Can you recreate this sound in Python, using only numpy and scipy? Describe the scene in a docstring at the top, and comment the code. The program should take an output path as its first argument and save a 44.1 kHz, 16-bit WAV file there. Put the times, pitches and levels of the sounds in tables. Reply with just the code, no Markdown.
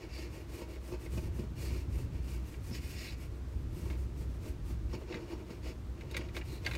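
"""Crayon rubbing on a bin lid

Outdoors, a crayon is rubbed back and forth over paper laid on a metal bin lid, above a low rumble, a hum and air.
Random slips of the wax hiss, rasp and scratch through sheet resonances, and coarser catches drum the lid dully.
Narrow resonances squeak faintly, ridges give bumps, and the sheet snaps now and then.
At the end the sheet is shifted and crackles: clusters of cracks ring it and tap the lid."""
import sys
import numpy as np
from scipy import signal
from scipy.fft import rfft, irfft
from scipy.io import wavfile

SR = 44100
rng = np.random.default_rng(int(sys.argv[2]) if len(sys.argv) > 2 else 0)


def transcribe(u):
    """Save the signal u as a 16-bit wav file named by the first command-line argument.

    u: samples, shape (n,) or (channels, n), limited to [-1, 1]; the rate is SR.
    q: integer samples, one column per channel.
    """
    v = np.clip(np.atleast_2d(u).T, -1, 1)
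    q = np.round(v * 32767).astype(np.int16)
    wavfile.write(sys.argv[1], SR, q)


N = 298557
TIME = np.arange(N) / SR


def from_db(db):
    """Decibels to gain."""
    return 10 ** (np.asarray(db) / 20)


def rms_one(x):
    """Scale to unit power."""
    return x / np.sqrt(np.mean(x ** 2) + 1e-20)


def follow(curve, at):
    """Read a table of (position, dB) by straight lines between its points."""
    return np.interp(at, *np.transpose(curve))


def coloured(x, spectrum):
    """Give a signal a smooth spectrum, joined up along log frequency; rms 1."""
    hz, db = np.transpose(spectrum)
    bins = np.maximum(np.fft.rfftfreq(N, 1 / SR), 1)
    gain = from_db(np.interp(np.log(bins), np.log(hz), db))
    return rms_one(irfft(rfft(x) * gain, N))


def band(x, low_hz, high_hz):
    """Gentle band-pass."""
    return signal.sosfilt(signal.butter(2, [low_hz, high_hz], "band", fs=SR, output="sos"), x)


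def drift(rate):
    """Random wander in straight segments, `rate` of them a second; rms 1."""
    knots = rng.standard_normal(4096)
    return rms_one(np.interp(TIME * rate, np.arange(len(knots)), knots))


def resonate(x, modes):
    """Parallel two-pole resonances of alternating sign; a wider mode dies away sooner."""
    out = np.zeros(len(x))
    for k, (hz, width, db) in enumerate(modes):
        r = np.exp(-np.pi * width / SR)
        poles = [1, -2 * r * np.cos(2 * np.pi * hz / SR), r * r]
        ring = signal.lfilter([1, 0, -1], poles, x + 1e-18)
        out += (-1) ** k * from_db(db) * (1 - r * r) / 2 * ring
    return out


def body(x, modes):
    """Resonances that pass white noise at unchanged power."""
    impulse_response = resonate(signal.unit_impulse(SR // 2), modes)
    return resonate(x, modes) / np.linalg.norm(impulse_response)


def grains(per_s, spread_db):
    """Clicks of random sign at random moments; sizes vary, skewed up (or down if negative); rms 1."""
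    sizes = from_db(spread_db * np.minimum(rng.exponential(1, N), 4))
    signs = rng.choice([-1, 1], N)
    happens = rng.random(N) < per_s / SR
    return rms_one(sizes * signs * happens)


def bursts(times, levels_db, rise, decay):
    """Envelope of sudden releases: a quick rise, then an exponential fall (both in s); powers add."""
    power, age = np.zeros(N), np.arange(SR // 2) / SR
    shape = (1 - np.exp(-age / rise)) * np.exp(-age / decay)
    for s, db in zip(times, levels_db):
        at = int(s * SR)
        power[at:at + len(age)] += (from_db(db) * shape[:N - at]) ** 2
    return np.sqrt(power)


# tone of the low rumble: (f/Hz, relative density/dB)
RUMBLE_SPECTRUM = [(20, -22), (32, -8.5), (45, -4.5), (56, -2), (72, -3), (90, -2), (115, -4.5),
                   (150, -10.5), (220, -18.5), (330, -18.5), (600, -49.5)]
# swelling of the low rumble, before its trim: (t/s, level/dB)
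RUMBLE_SWELL = [(0.0, -55), (0.32, -49), (0.89, -54.5), (0.92, -41), (0.98, -52), (1.17, -41.5),
                (1.66, -45), (1.73, -40), (1.85, -50), (1.88, -40.5), (2.37, -45.5), (3.47, -46.5),
                (3.51, -52), (3.56, -42.5), (4.86, -44), (5.09, -51), (6.69, -45.5), (6.77, -43.5)]
# strength of the deep hum, before its trim and waver: (t/s, level/dB)
HUM_LEVEL = [(0.0, -50), (0.15, -44), (0.56, -47.5), (1.96, -39), (2.13, -55), (2.19, -40.5), (2.39, -38),
             (2.49, -47), (2.56, -38), (2.75, -49), (4.0, -35.5), (4.54, -49), (4.75, -34), (4.79, -47),
             (4.84, -35), (5.19, -54), (5.37, -47), (5.51, -57), (5.69, -37.5), (5.75, -46), (6.75, -42.5),
             (6.77, -50)]
# tone of the quiet outdoor air: (f/Hz, relative density/dB)
AIR_SPECTRUM = [(30, -13), (60, 7), (150, -5), (330, -1.5), (480, -9), (750, -15.5), (1050, -16),
                (1600, -20), (3000, -25.5), (6000, -30), (9000, -34.5), (10400, -39), (12200, -37),
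                (15500, -40.5)]
AIR_DB = -52.5
RUMBLE_TRIM_DB, HUM_TRIM_DB = 2.5, -1.0
HUM_HZ = 62.47   # centre of a slightly wandering pitch
WAVER_DB, WAVERS_PER_S = 1.7, 11   # the hum's level wavers at random


def background():
    """Shaped noise swells as rumble; a wandering sine and narrow noise hum; steady noise is the air."""
    swell = from_db(RUMBLE_TRIM_DB + follow(RUMBLE_SWELL, TIME))
    waver = WAVER_DB * drift(WAVERS_PER_S)
    drone = from_db(HUM_TRIM_DB + follow(HUM_LEVEL, TIME) + waver)
    low_pass = signal.butter(2, 600, fs=SR, output="sos")
    rumble = signal.sosfilt(low_pass, coloured(rng.standard_normal(N), RUMBLE_SPECTRUM))
    phase = 2 * np.pi * np.cumsum(HUM_HZ + 0.73 * drift(3.02)) / SR
    throb = rms_one(band(rng.standard_normal(N), 48.0, 63.2))
    hum = np.sqrt(2) * np.sin(phase) + from_db(-8.0) * throb
    air = from_db(AIR_DB) * coloured(rng.standard_normal(N), AIR_SPECTRUM)
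    return swell * rumble + drone * hum + air


# sweeps over the paper, before the mix: (t of top speed/s, length/s, hiss level/dB, rasp level/dB)
STROKES = [(0.03, 0.12, -72, -57.5), (0.189, 0.23, -60, -52.5), (0.368, 0.2, -62.5, -59.5),
           (0.563, 0.23, -59, -59), (0.728, 0.14, -64, -61), (0.882, 0.19, -60, -63.5),
           (1.037, 0.15, -61.5, -63), (1.166, 0.19, -57, -62.5), (1.252, .12, -62.5, -62.5),
           (1.384, 0.17, -62, -68), (1.634, 0.19, -54, -56), (1.754, 0.23, -59, -56),
           (1.983, 0.22, -60.5, -62.5), (2.16, 0.14, -69, -63.5), (2.31, 0.24, -58.5, -59.5),
           (2.508, 0.22, -62, -65), (2.695, 0.23, -58.5, -66.5), (2.757, 0.081, -56, -51),
           (2.894, 0.3, -56, -55.5), (3.044, 0.27, -57.5, -50.5), (3.225, 0.16, -62, -63),
           (3.355, 0.13, -72, -71), (3.55, 0.31, -73.5, -78), (3.795, .22, -59.5, -64.5),
           (3.899, 0.14, -61, -62), (4.008, 0.19, -65.5, -75), (4.21, 0.15, -63, -69),
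           (4.336, 0.15, -68.5, -72), (4.469, 0.18, -61, -63), (4.696, .16, -61.5, -69),
           (4.93, 0.097, -67, -60), (5.013, .12, -71, -64.5), (5.122, 0.14, -74, -56),
           (5.212, 0.14, -73, -60), (5.316, 0.12, -66.5, -57), (5.398, .09, -74, -64.5),
           (5.52, 0.17, -67, -63), (5.676, 0.14, -63.5, -55), (6.008, 0.14, -78, -65.5),
           (6.18, 0.29, -74, -58), (6.369, 0.091, -58.5, -56.5), (6.52, .22, -59.5, -58.5),
           (6.708, 0.24, -59.5, -56.5)]
# how readily the lid drums under the part of the sheet being rubbed: (t/s, level/dB)
LID_DRUMMING = [(0, -52), (1.0, -49), (1.75, -51), (2.2, -52), (3.1, -59.5), (3.9, -48.5), (4.75, -55),
                (5.17, -43.5), (5.55, -49.5), (6.77, -50)]
SCRATCH_KNEE_DB, SCRATCH_GROWTH = -41.5, 1.27   # scratch level grows faster than rasp, meeting it at the knee
LID_FOLLOWS, USUAL_RASP_DB = 0.45, -61.5   # the lid takes this share of a sweep's departure from the usual rasp


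def stroke_levels(hiss_power, rasp_power, lid_power):
    """Hiss, rasp, scratch and lid gains: powers of each sweep's speed, which falls to zero at its ends."""
    energy = np.zeros((4, N))
    powers = np.array([hiss_power, rasp_power, rasp_power, lid_power])[:, None]
    for s, length, hiss_db, rasp_db in STROKES:
        during = np.abs(TIME - s) < length / 2
        speed = np.abs(np.cos(np.pi * (TIME[during] - s) / length))
        scratch_db = SCRATCH_KNEE_DB + SCRATCH_GROWTH * (rasp_db - SCRATCH_KNEE_DB)
        lid_db = follow(LID_DRUMMING, s) + LID_FOLLOWS * (rasp_db - USUAL_RASP_DB)
        top_gains = from_db([hiss_db, rasp_db, scratch_db, lid_db])[:, None]
        energy[:, during] += (top_gains * speed ** powers) ** 2
    return np.sqrt(energy)


# tone of the fine hiss: (f/Hz, relative density/dB)
HISS_SPECTRUM = [(500, -27), (1000, -1), (2500, 2), (3300, -1.5), (5000, 1), (7000, 0.5), (9200, 1.5),
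                 (10400, -4), (12200, 0), (15500, -5.5)]
# low resonances of the sheet pressed against the lid: (f/Hz, width/Hz, relative level/dB)
RASP_MODES = [(1576, 450, -9.5), (1926, 440, -4), (2213, 124, 2), (2376, 93, -0.5), (2533, 130, 0.5),
              (2785, 260, -3), (3120, 150, -11)]
# high resonances of the sheet near the crayon tip: (f/Hz, width/Hz, relative level/dB)
SCRATCH_MODES = [(3420, 280, -5.5), (3880, 210, -3), (4270, 290, -1), (4570, 180, 1.5), (5000, 290, -2),
                 (5550, 240, -2), (6710, 730, -7.5)]
# resonances of the lid, damped by the hand: (f/Hz, width/Hz, relative level/dB)
LID_MODES = [(189.5, 18, -8.5), (256, 29, -8), (312.3, 26, -1), (359.3, 23.2, 4), (412, 38, -3),
             (467.8, 27, -3), (547, 41, -13.5), (622, 13.6, -1.5), (742, 27, -15.5), (895.7, 25, -13),
             (952, 13.3, -10.5), (1130, 108, -17), (1552, 18, -21.5)]


def rubbing():
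    """Fine slips of the wax hiss, coarser ones ring the sheet, and the sparsest catches drum the lid."""
    hiss, rasp, scratch, lid = stroke_levels(hiss_power=1.7, rasp_power=1.16, lid_power=1.0)
    grip = drift(70)   # the wax grips unevenly
    hissing = coloured(grains(per_s=25000, spread_db=4.0), HISS_SPECTRUM) * hiss * from_db(1.1 * grip)
    slips = grains(per_s=5000, spread_db=1.5) * from_db(1.3 * grip)
    catches = grains(per_s=1200, spread_db=2.0) * from_db(2.16 * grip)
    drumming = band(body(catches * lid, LID_MODES), 106, 1730)
    rasping = band(body(slips * rasp, RASP_MODES), 1440, 3900)
    scratching = band(body(slips * scratch, SCRATCH_MODES), 2570, 8900)
    paper = from_db(1.1) * hissing + from_db(-1.05) * rasping + from_db(-0.5) * scratching
    return paper + from_db(-1.5) * drumming


# the wax sings faintly, before the reflections: (t of peak/s, half-length/s, f/Hz, level/dB)
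SQUEAKS = [(0.162, 0.083, 4760, -57), (1.676, 0.063, 4470, -57.5), (2.738, 0.04, 5200, -52.5),
           (2.997, 0.069, 5040, -58), (3.09, 0.034, 4000, -52.5), (4.94, 0.02, 5400, -57.5),
           (6.537, 0.095, 4100, -59)]


def squeaks():
    """Sticking and slipping wax: random slips excite a narrow, hissy resonance that swells and fades."""
    out = np.zeros(N)
    for s, half_length, hz, db in SQUEAKS:
        swell = np.cos(np.pi / 2 * np.clip((TIME - s) / half_length, -1, 1)) ** 2
        ring = resonate(grains(per_s=3300, spread_db=1.5), [(hz, 300, 0)])
        out += from_db(db) * swell * rms_one(band(ring, hz - 700, hz + 700))
    return out


# the crayon bumps over a ridge of the lid: (t/s, nominal level/dB, boom level relative to it/dB)
BUMPS = [(0.18, -38, -9), (0.613, -34, -11), (0.917, -34, -19), (0.934, -36, -19), (1.172, -31.5, -2),
         (1.387, -35.5, 3), (1.432, -43, 7.5), (1.749, -38.5, -10), (1.884, -53.5, 11), (1.983, -41.5, -4),
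         (2.706, -39, 3), (3.829, -43.5, 3), (3.899, -38, -7), (4.208, -45, -2), (4.458, -39, -7),
         (4.7, -39.5, -4), (4.93, -30.5, -10), (4.946, -36, -1), (5.141, -35, -1.5), (5.501, -35.5, -2.5),
         (5.665, -37, -20), (6.185, -36.5, -4), (6.367, -35.5, -8)]
# the whole lid flexing: (f/Hz, width/Hz, relative level/dB)
FLEX_MODES = [(109.5, 31, -1.5), (189, 32, -1.5), (251.5, 36, -1.5)]
SCUFF_DB = -15.5   # drive of the paper's scuff, relative to a bump's nominal level


def bumps():
    """The crayon drops off a ridge: a blow and a short judder thud and flex the lid, and the paper scuffs."""
    s, db, boom_db = np.transpose(BUMPS)
    blows, heaves = np.zeros((2, N))
    at = (s * SR).astype(int)
    blows[at] = from_db(db)
    heaves[at] = from_db(db + boom_db)
    judder = grains(per_s=4000, spread_db=-1.5)
    push = from_db(19) * blows + from_db(-6.5) * judder * bursts(s, db, rise=0.0004, decay=0.011)
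    scuff = judder * bursts(s, db + SCUFF_DB, rise=0.0025, decay=0.017)
    thud = band(body(push, LID_MODES), 104, 1430)
    boom = from_db(27.0) * band(body(heaves, FLEX_MODES), 93, 316)
    paper = from_db(-2.5) * body(scuff, RASP_MODES) + from_db(-4.5) * body(scuff, SCRATCH_MODES)
    return thud + boom + paper + from_db(-14.5) * scuff


# the sheet buckles: (t/s, nominal level/dB, sharpness as extra crack level/dB)
SNAPS = [(0.758, -42, -6), (1.0608, -43, -4), (2.5415, -41.5, -4), (3.9008, -35, -10), (3.929, -42, -8),
         (3.9526, -45, -10), (5.125, -33.5, -2), (5.1428, -30.5, -7), (5.171, -38.5, -10),
         (6.009, -39, 2.5), (6.111, -47.5, 14), (6.144, -27.5, -2.5), (6.1664, -26.5, 8), (6.21, -37, -13),
         (6.287, -42, 0), (6.348, -36, 0), (6.3656, -26.5, 2), (6.4123, -35.5, -6), (6.648, -32, 4),
         (6.6631, -19, 1), (6.679, -50, 0), (6.7116, -28.5, 1), (6.7348, -33, 2), (6.751, -29, 4.5)]
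# flapping resonances of the loose sheet: (f/Hz, width/Hz, relative level/dB)
FLAP_MODES = [(890, 59, -24), (1150, 33, -25), (1630, 58, -7), (1947, 144, 1.5), (2136, 80, 2),
              (2330, 83, 3), (2520, 99, -7), (2890, 290, -5)]
# cracking resonances of the loose sheet: (f/Hz, width/Hz, relative level/dB)
CRACK_MODES = [(3520, 85, 2), (3980, 300, 3), (4020, 360, -4), (4510, 430, -4), (5460, 190, -15),
               (6100, 270, -9.5), (7000, 120, -17)]
CRACK_DB, TICK_DB, RATTLE_DB = -12, -29, -15   # drives relative to a buckle, before sharpness and mix
TICK_GROWTH = 1.84   # dB of tick per dB of sharpness


def snaps():
    """Each buckle is a tight cluster of cracks that rings the loose sheet, which taps and rattles on the lid."""
    s, db, sharp_db = np.transpose(SNAPS)
    cracks = grains(per_s=14000, spread_db=2.0)
    buckle = cracks * bursts(s, db, rise=0.00042, decay=0.0047)
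    flap = band(body(buckle, FLAP_MODES), 690, 5200)
    slap = rms_one(band(cracks, 1460, 3110)) * bursts(s, db, rise=0.00021, decay=0.0031)
    crack_burst = bursts(s, db + CRACK_DB + sharp_db, rise=0.00021, decay=0.0038)
    crack = band(body(cracks * crack_burst, CRACK_MODES), 2700, 8700)
    tick_burst = bursts(s, db + TICK_DB + TICK_GROWTH * sharp_db, rise=0.00078, decay=0.0077)
    tick = coloured(cracks, HISS_SPECTRUM) * tick_burst
    rattling = rms_one(band(grains(per_s=1600, spread_db=-7.0), 630, 3000))
    rattle = rattling * bursts(s, db + RATTLE_DB, rise=0.0097, decay=0.024)
    tap = band(body(buckle, LID_MODES), 475, 1360)
    sheet = from_db(-5) * flap + from_db(-5.5) * slap + from_db(-1.0) * crack + tick
    return sheet + from_db(-6.5) * rattle + from_db(-5) * tap


# reflections off the arm, the legs and the ground: (mean delay/s, level relative to direct sound/dB)
REFLECTIONS = [(.0021, -12), (.0037, -13.5), (.0058, -10.5), (.0093, -10)]


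def surroundings(x):
    """Near reflections, whose path lengths drift at random, colour the direct sound."""
    out = x.copy()
    for delay, db in REFLECTIONS:
        path = delay + .00007 * drift(4)   # s
        out += from_db(db) * np.interp(TIME - path, TIME, x, left=0)
    return from_db(-1.5) * out


def scene():
    """Crayon, sheet and lid with their near reflections, over the background."""
    handled = rubbing() + squeaks() + bumps() + snaps()
    return (surroundings(handled) + background())[None]


CUTOFF_HZ = 15750


def record(dry):
    """The microphone drops the deepest bass; the top is cut steeply."""
    thinned = signal.sosfilt(signal.butter(2, 22, "high", fs=SR, output="sos"), dry)
    return signal.sosfilt(signal.ellip(12, .1, 80, CUTOFF_HZ, fs=SR, output="sos"), thinned)


dry = scene()
out = record(dry)
transcribe(out)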